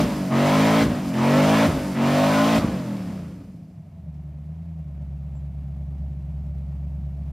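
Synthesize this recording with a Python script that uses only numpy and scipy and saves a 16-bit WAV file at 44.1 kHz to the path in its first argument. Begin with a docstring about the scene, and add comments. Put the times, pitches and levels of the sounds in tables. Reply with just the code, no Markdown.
"""A V8 roars through open pipes: a rock buggy spins its tyres on a ledge in a wooded gully.
The tail of one throttle stab and three full surges each end in a burble; then the revs run down,
the tyre hiss fades, and a lumpy idle stumbles, catches and settles with one weak cylinder.
Driving exhaust is summed engine orders plus noise; idle is a pumping sine, rung pulses and clatter.
Filtered noise makes tyres, stones and knock, a sine makes a faint peep; sparse echoes add the gully."""
import sys
import numpy as np
from scipy import signal
from scipy.fft import rfft, irfft, next_fast_len
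from scipy.io import wavfile
from scipy.ndimage import uniform_filter1d

SR = 44100
rng = np.random.default_rng(int(sys.argv[2]) if len(sys.argv) > 2 else 0)


def wrap_up_sound(samples):
    """Save the sound to the file named by the first command line argument, as 16-bit audio."""
    columns = np.atleast_2d(samples).T
    # keep every value between -1 and 1, then stretch to whole-number steps
    tamed = np.clip(columns, -1, 1)
    steps = np.round(tamed * 32767).astype(np.int16)
    wavfile.write(sys.argv[1], SR, steps)


N = 322812
T = np.arange(N) / SR  # time in seconds
FIRINGS_PER_CYCLE = 8  # engine speed is in four-stroke cycles per second


def amp(db):
    """Decibels to gain."""
    return 10 ** (np.asarray(db) / 20)


def unit(x):
    """Scales to rms 1."""
    return x / np.sqrt(np.mean(x ** 2) + 1e-20)


def read(points, hz):
    """Reads a spectrum's level between its points, on a log-frequency axis."""
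    f, value = np.transpose(points)
    return np.interp(np.log(hz + 1), np.log(f + 1), value)


def ramp(s, length):
    """A smooth step from 0 to 1 centred on time s."""
    return .5 + .5 * np.tanh(2 * (T - s) / length)


def bump(s, length):
    """A smooth hump of height 1 centred on time s."""
    return np.exp(-((T - s) / length) ** 2)


def glide(start, end, bend):
    """Goes from 0 to 1 between two times; a bend above 1 makes it fastest at first."""
    return 1 - (1 - np.clip((T - start) / (end - start), 0, 1)) ** bend


def wander(rate_hz):
    """A smooth random drift of rms 1, with rate_hz random points a second."""
    knots = rng.standard_normal(8192)
    drift = np.interp(T * rate_hz, np.arange(len(knots)), knots)
    return unit(uniform_filter1d(drift, 64))


def colour(x, points):
    """Shapes x with a causal minimum-phase filter of the given spectrum, then scales to rms 1."""
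    level_db = np.maximum(read(points, abs(np.fft.fftfreq(8192, 1 / SR))), -100)
    response = np.exp(np.conj(signal.hilbert(np.log(amp(level_db)))))
    taps = np.fft.ifft(response).real[:4096]
    return unit(signal.oaconvolve(x, taps)[:N])


def air_noise(points, flutter):
    """White noise swelling with the flutter, then coloured to rms 1."""
    return colour(flutter * rng.standard_normal(N), points)


def firings(crank):
    """Sample index and cylinder number of every firing."""
    number = np.floor(crank * FIRINGS_PER_CYCLE).astype(int)
    at = np.flatnonzero(np.diff(number)) + 1
    return at, number[at] % FIRINGS_PER_CYCLE


def pulses(at, sizes):
    """A train of single clicks."""
    train = np.zeros(N)
    train[at] = sizes
    return train


def gully(x, t60=0.16):
    """Sparse random echoes from rock banks and trees, dying by 60 dB in t60 seconds."""
    t = T[:SR // 2]
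    scattered = rng.standard_normal(len(t)) * (rng.random(len(t)) < .04)
    taps = scattered * (t > .004) * amp(-60 * t / t60)
    return signal.oaconvolve(x, taps / np.linalg.norm(taps))[:N]


# sound that differs between the ears: f/Hz, level/dB against the common sound
WIDTH = [(100, -109), (380, -29.5), (700, -14.5), (1300, -15), (2400, -78), (4400, -22.5), (8100, 1.5),
         (15000, -3)]


def near_reflections(x):
    """Very short echoes that differ between the ears, mostly in the treble."""
    size = next_fast_len(N + SR)
    gain = amp(read(WIDTH, np.fft.rfftfreq(size, 1 / SR)))
    return irfft(rfft(gully(x, t60=0.009), size) * gain, size)[:N]


def peep(s=5.37, hz=7450, db=-69, length=0.023):
    """One thin, faint peep, like a small bird's: a sine of slightly wavering pitch."""
    tone = np.sin(2 * np.pi * np.cumsum(hz + 70 * wander(200)) / SR)
    return amp(db) * bump(s, length) * tone


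# small stones knocking: t/s, level/dB before a 16 dB trim, ring f/Hz
STONES = [(4.142, -57, 5000), (5.175, -68, 5500), (5.445, -57, 2000)]


def stones():
    """Loose stones knock briefly: band-shaped noise that dies by 60 dB in 0.14 s."""
    out = np.zeros(N)
    for s, db, hz in STONES:
        age = np.maximum(T - s, 0)
        knock = colour(rng.standard_normal(N), [(hz / 4, -20), (hz, 0), (hz * 3, -22)])
        out += amp(db - 16 - 60 * age / 0.14) * (T > s) * knock
    return out


STEAM_END_S = 4.05  # the hot tyres hiss on for a moment after they stop; the fade centres here
# colour of the tyre hiss: f/Hz, level/dB relative
TYRE_HISS = [(500, -7), (1200, -9), (2300, -4), (3700, -10.5), (4900, -3), (5900, -8), (10400, -13),
             (11900, -11), (15600, -24.5)]


def tyres(tyre_db):
    """Gritty hiss of rubber spinning and steaming on wet rock: noise with a fine random flutter."""
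    grit = amp(0.48 * wander(900) + 0.12 * wander(40))
    return amp(tyre_db) * (1 - ramp(STEAM_END_S, 0.25)) * air_noise(TYRE_HISS, grit)


KNOCK_DB = -67.5
KNOCK_TURN, KNOCK_FADE_TURNS = 0.62, 0.19  # place after the weak firing and decay, in cycles
# colour of the idle knock: f/Hz, level/dB relative
KNOCK = [(120, -40), (350, -21), (600, 6.5), (800, -8), (1400, -23), (2600, -33), (5000, -89)]


def knocking(crank):
    """A dull knock once a cycle: noise that starts at KNOCK_TURN and decays with crank angle."""
    decay = np.exp(-((crank - KNOCK_TURN) % 1) / KNOCK_FADE_TURNS)
    return amp(KNOCK_DB) * air_noise(KNOCK, decay)


CLATTER_DB, CLATTER_SAG_DB = -45.5, 5.5  # steady level, and how far below it the sound starts
# colour of the mechanical clatter: f/Hz, level/dB relative
CLATTER = [(30, -25), (55, 14), (170, 13), (260, 7.5), (340, -2.5), (480, -10), (595, -6.5), (670, -0.5),
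           (750, -7), (1000, -12.5), (1550, -20.5), (2300, -19.5), (3400, -26.5), (10400, -37),
           (11700, -33), (15600, -42)]


def clatter(crank, sag):
    """Mechanical noise that swells at the firing rate and flutters at random."""
    firing_phase = 2 * np.pi * FIRINGS_PER_CYCLE * crank
    ticks = amp(0.55 * np.cos(firing_phase - 1.2) + 0.78 * wander(130))
    return amp(CLATTER_DB - CLATTER_SAG_DB * sag) * air_noise(CLATTER, ticks)


RING_DB, RING_SAG_DB, STUMBLE_DB = -34, 5.5, 3.5  # steady level, sag at the start, loss while stumbling
# pipe colour at idle: f/Hz, level/dB relative
IDLE_PIPE = [(30, -51), (55, -38), (100, 3.5), (130, -2), (158, 7.5), (185, 1), (215, -24.5), (280, -38),
             (350, -28), (470, -46.5), (600, -23.5), (680, -54), (750, -30), (950, -61), (1800, -100)]


def pipe_ring(crank, sag, stumbling):
    """Each firing rings the exhaust pipe, with its own strength and delay."""
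    at, cylinder = firings(crank)
    chance = rng.standard_normal((len(at), 2))
    # one cylinder barely fires, the next is still short of breath; all stumble until the idle catches
    scatter = 0.18 + 0.75 * stumbling[at]
    strength = (1 - .95 * (cylinder == 0) - .4 * (cylinder == 1)) * (1 + scatter * chance[:, 0])
    delay = (.0018 * SR * scatter * chance[:, 1]).astype(int)
    late = np.clip(at + delay, 0, N - 1)
    ring = colour(pulses(late, strength / np.hypot(1, scatter)), IDLE_PIPE)
    ring /= np.sqrt(uniform_filter1d(ring ** 2, size=SR // 3) + 1e-9)  # evens out the slow level
    return amp(RING_DB - RING_SAG_DB * sag - STUMBLE_DB * stumbling) * ring


PUMP_DB, PUMP_SAG_DB = -30.5, 17  # steady level, and how far below it the sound starts
PUMP_DIP, PUMP_DIP_TURNS = 0.14, 0.12  # share lost after the weak firing; delay and width in cycles


def pumping(crank, sag):
    """A soft sine at the firing rate that dips once a cycle for the weak cylinder."""
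    firing_phase = 2 * np.pi * FIRINGS_PER_CYCLE * crank
    pump = np.sqrt(2) * np.sin(firing_phase) * (1 + .1 * wander(30))
    since_weak = (crank + .5) % 1 - .5
    pump *= 1 - PUMP_DIP * np.exp(-(since_weak / PUMP_DIP_TURNS - 1) ** 2)
    return amp(PUMP_DB - PUMP_SAG_DB * sag) * pump


# the idle takes over from the run-down, stumbles, catches, and slowly grows louder
SETTLE_S, SETTLE_LENGTH_S, CATCH_S, RISE_S = 3.42, 0.56, 4.03, 1.28


def idling(crank):
    """Pumping, pipe ring, clatter and knock, all locked to one crank."""
    sag = np.exp(-np.maximum(T - SETTLE_S, 0) / RISE_S)
    stumbling = 1 - ramp(CATCH_S, 0.08)
    return pumping(crank, sag) + pipe_ring(crank, sag, stumbling) + clatter(crank, sag) + knocking(crank)


BOG_S, COAST_BEND = 0.045, 1.2  # the engine bogs before it climbs; after a lift it slows fastest at first
IDLE_HZ, IDLE_FROM_S = 8.75, 4.6  # the speed it comes to rest at
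HUNT_S, HUNT_LENGTH_S, HUNT_HZ = 4.64, 0.2, 1.6  # the idle rises once and settles back
# throttle stabs, also read by the functions below: pressed t/s, lifted t/s, speed at press f/Hz,
# speed at lift f/Hz, bend of the climb (1 = straight), swell t/s, boom level/dB under load,
# bark level/dB added by full pipe pressure, tyre hiss level/dB at TOP_HZ
STABS = [(-0.4, 0.018, 46.2, 55.13, 1.7, 0.033, -18.5, 7.9, -43),
         (0.306, 0.838, 45.4, 55.6, 1.8, 0.01, -19, 8.2, -46),
         (1.135, 1.668, 43.61, 55.73, 1.4, 0.057, -18, 8.8, -43),
         (1.955, 2.585, 45.82, 55.88, 1.55, 0.024, -20, 7, -47.5)]
# the long run-down after the last stab: t/s, engine speed f/Hz
RUN_DOWN = [(2.65, 51.4), (2.82, 43.6), (3.1, 34.54), (3.4, 20.61), (3.6, 14.63), (3.8, 11.61), (4.12, 9.2)]


def engine_speed():
    """Revs climb during each stab and sink until the next; then they run down to an idle that hunts once."""
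    pressed, lifted, low_hz, high_hz, bend, *_ = np.transpose(STABS)
    climbs = sum(glide(press + BOG_S, lift, curve) * rise
                 for press, lift, curve, rise in zip(pressed, lifted, bend, high_hz - low_hz))
    coasts = sum(glide(lift, press, COAST_BEND) * fall
                 for lift, press, fall in zip(lifted, pressed[1:], high_hz[:-1] - low_hz[1:]))
    path = [(lifted[-1], high_hz[-1]), *RUN_DOWN, (IDLE_FROM_S, IDLE_HZ)]
    run_down = np.interp(T, *np.transpose(path))
    speed = np.where(T < lifted[-1], low_hz[0] + climbs - coasts, run_down)
    return speed + HUNT_HZ * bump(HUNT_S, HUNT_LENGTH_S)


def surge(build_s, fall_s):
    """0 to 1: builds during each stab, build_s slower than its own swell, and dies away after the lift."""
    swells = []
    for press, lift, _, _, _, swell, *_ in STABS:
        build = 1 - np.exp(-np.maximum(T - press, 0) / (swell + build_s))
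        swells.append(build * np.exp(-np.maximum(T - lift, 0) / fall_s))
    return np.max(swells, axis=0)


TOP_HZ = 55  # coasting levels hold here and drop with every halving of the engine speed
COAST_BOOM_DB, BOOM_DB_PER_OCTAVE = -25, 7
COAST_BARK_DB, BARK_DB_PER_OCTAVE, BARK_THROTTLE_DB = -33.5, 12.5, 4
TYRE_DB_PER_OCTAVE = 13
PRESSURE_BUILD_S, PRESSURE_FALL_S = 0.02, 0.16
SCUFF_S, SCUFF_LENGTH_S, SCUFF_DB = 1.086, 0.04, 4.5  # a tyre scrapes harder over the rock for a moment


def drive_levels(speed, throttle):
    """Levels in dB of boom, bark and tyres, from the engine's speed and load."""
    pressed, *_, stab_boom_db, stab_bark_db, stab_tyre_db = np.transpose(STABS)
    stab = np.searchsorted(pressed, T) - 1
    octaves = np.log2(speed / TOP_HZ)
    load = surge(0, fall_s=0.032)
    coast_boom_db = COAST_BOOM_DB + BOOM_DB_PER_OCTAVE * octaves
    boom_db = load * stab_boom_db[stab] + (1 - load) * coast_boom_db
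    pressure = surge(PRESSURE_BUILD_S, PRESSURE_FALL_S)
    bark_db = COAST_BARK_DB + BARK_DB_PER_OCTAVE * octaves
    bark_db = bark_db + BARK_THROTTLE_DB * throttle + stab_bark_db[stab] * pressure
    tyre_db = stab_tyre_db[stab] + TYRE_DB_PER_OCTAVE * octaves + SCUFF_DB * bump(SCUFF_S, SCUFF_LENGTH_S)
    return boom_db, bark_db, tyre_db


# unevenly spaced firings in each bank: engine order, on-throttle level/dB, coasting level/dB, relative
ORDER_PATTERN = [(1, -5.5, 1), (2, -2, -12.5), (3, 2.5, 4), (4, -2, -1.5), (5, -0.5, 3), (6, -4.5, 1.5),
                 (7, -6.5, -2.5), (8, 3.5, 2), (9, -1, -9.5), (10, -1.5, -8.5), (11, 3.5, 0), (12, -4, -5),
                 (13, -2, -1.5), (14, -1, 2.5), (15, -2, -4), (16, -1.5, 1.5)]
# exhaust pipe colour, hot on throttle: f/Hz, level/dB relative
HOT_PIPE = [(45, -27.5), (105, -9), (148, -0.5), (178, -12.5), (228, 3.5), (280, 0.5), (345, -8.5),
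            (410, -18), (440, -13.5), (500, -15), (570, -5.5), (660, -6.5), (770, -14.5), (1020, -17),
            (1450, -25), (2200, -26), (4000, -38.5)]
# exhaust pipe colour, cooler when coasting: f/Hz, level/dB relative
COOL_PIPE = [(40, -29), (55, -15), (100, -6), (145, -8), (188, 5), (220, -8), (275, 0), (340, -10.5),
             (420, -16.5), (500, -9.5), (620, -7.5), (800, -22.5), (1150, -28.5), (2500, -40.5)]


def exhaust_orders(speed, crank, throttle, count=72, jitter=0.002, dispersion=.113, soften_db=17, fade_db=5.5):
    """Engine orders glide through the pipe's resonances; gives the low boom and the upper bark."""
    hop = 64  # gains are worked out every 64 samples
    cycle_hz, load = speed[::hop], throttle[::hop]
    turn = np.exp(2j * np.pi * (crank + jitter * wander(110)))  # firing times jitter, which blurs high orders
    softness = soften_db * np.maximum(1 - cycle_hz / 47, 0)  # slow pulses are rounder: dB lost per octave
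    waves, powers = np.zeros((2, N)), np.zeros((2, len(load)))
    spin = np.ones(N, complex)
    for k in range(1, count + 1):
        _, on_db, off_db = ORDER_PATTERN[(k - 1) % len(ORDER_PATTERN)]
        hz = k * cycle_hz
        throttle_db = on_db + read(HOT_PIPE, hz)
        coast_db = off_db + read(COOL_PIPE, hz) - softness * np.log2(np.clip(hz / 160, 1, 3))
        gain = amp(load * throttle_db + (1 - load) * coast_db)
        upper = 1 / (1 + (400 / hz) ** 8)  # boom and bark part at 400 Hz
        # each order drifts at random in level, more so at higher frequencies
        window = signal.get_window("hann", Nx=120)
        drift = unit(np.convolve(rng.standard_normal(len(hz)), window, "same"))
        fading = amp(fade_db * np.minimum(hz / 1000, 1) * drift)
        spin = spin * turn
        line = (spin * np.exp(2j * np.pi * dispersion * k ** 2)).real  # the pipe spreads each pulse in time
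        for band, share in enumerate((1 - upper, upper)):
            powers[band] += (gain * share) ** 2 / 2
            waves[band] += line * np.interp(T, T[::hop], gain * share * fading)
    # each band is levelled by its expected power, so the driving levels set its loudness
    return [wave / np.sqrt(np.interp(T, T[::hop], power) + 1e-12) for wave, power in zip(waves, powers)]


# colour of the uneven pops: f/Hz, level/dB relative
BURBLE = [(25, -24), (52, -9.5), (100, -2.5), (157, -3.5), (271, -2.5), (405, -16), (600, -16), (800, -46),
          (1400, -100)]


def burbling(boom, speed, crank, throttle):
    """As the throttle shuts, unburnt fuel pops unevenly and breaks up the boom."""
    burble = sum(ramp(lift, 0.072) * (1 - ramp(lift + 0.11, 0.16)) for _, lift, *_ in STABS)
    at, _ = firings(crank)
    sizes = rng.standard_normal(N)[at] / np.sqrt(speed[at])
    uneven = colour(pulses(at, sizes), BURBLE)
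    rough = np.clip(0.14 * throttle + 0.33 * (1 - throttle) + 0.84 * burble, 0, .97)
    return np.sqrt(1 - rough ** 2) * boom + rough * uneven


GAS_DB, GAS_BUILD_S, GAS_FALL_S = -37.5, 0.053, 0.042
# colour of the rasp: f/Hz, level/dB relative
RASP = [(250, -47.5), (450, -5), (620, -3), (1000, -5.5), (1260, -6), (1490, -10.5), (2300, -12),
        (4800, -22.5), (7000, -29.5), (12000, -40.5)]
# colour of the hissing gas: f/Hz, level/dB relative
GAS_HISS = [(1760, -26), (3000, -4), (4930, -6.5), (10300, -19.5), (11900, -15), (15600, -28)]


def driving(speed, crank, throttle, boom_db, bark_db):
    """Exhaust note, rasp torn from each pulse, hissing gas, and burble after each lift."""
    boom, bark = exhaust_orders(speed, crank, throttle)
    low = amp(boom_db) * burbling(boom, speed, crank, throttle)
    # turbulence swells with every pressure crest
    puffs = amp(1.5 * np.clip(boom, -2, 2) + 1.3 * np.clip(bark, -2, 2) + .5 * wander(70))
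    note = amp(bark_db - 2.2 * throttle - 6.1 * (1 - throttle)) * bark
    rasp = amp(bark_db - 4.7 * throttle - 6.5 * (1 - throttle)) * air_noise(RASP, puffs)
    gas = amp(GAS_DB) * surge(GAS_BUILD_S, GAS_FALL_S) ** 2 * air_noise(GAS_HISS, puffs)
    return low + note + rasp + gas


WEAK_FIRING_S = 5.392  # a moment when the weak cylinder fires; sets the crank's zero


def scene():
    """One crankshaft drives the engine; the driving sound gives way to idle as the revs die."""
    speed = engine_speed()
    crank = np.cumsum(speed) / SR  # in cycles
    crank -= np.interp(WEAK_FIRING_S, T, crank)
    presses = sum(ramp(press, 0.02) * (1 - ramp(lift, 0.016)) for press, lift, *_ in STABS)
    throttle = np.clip(presses, 0, 1)
    boom_db, bark_db, tyre_db = drive_levels(speed, throttle)
    settled = ramp(SETTLE_S, SETTLE_LENGTH_S)
    engine = np.sqrt(1 - settled) * driving(speed, crank, throttle, boom_db, bark_db)
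    engine += np.sqrt(settled) * idling(crank)
    direct = engine + tyres(tyre_db) + stones() + peep()
    mid = direct + amp(-18) * gully(direct)
    side = near_reflections(direct)
    return np.array([mid + side, mid - side])


EDGE_HZ = 15750  # upper band limit


def record(dry):
    """The microphone's bass roll-off, a soft stop, and the band limit."""
    bass_cut = signal.butter(4, 42, "highpass", fs=SR, output="sos")
    thinned = signal.sosfilt(bass_cut, dry)
    thinned = thinned * np.minimum((T[-1] - T) / .008, 1)  # 8 ms fade at the end
    band_limit = signal.firwin(511, EDGE_HZ, window=("kaiser", 9), fs=SR)
    return signal.oaconvolve(thinned, band_limit[None], "same")


dry = scene()
out = record(dry)
wrap_up_sound(out)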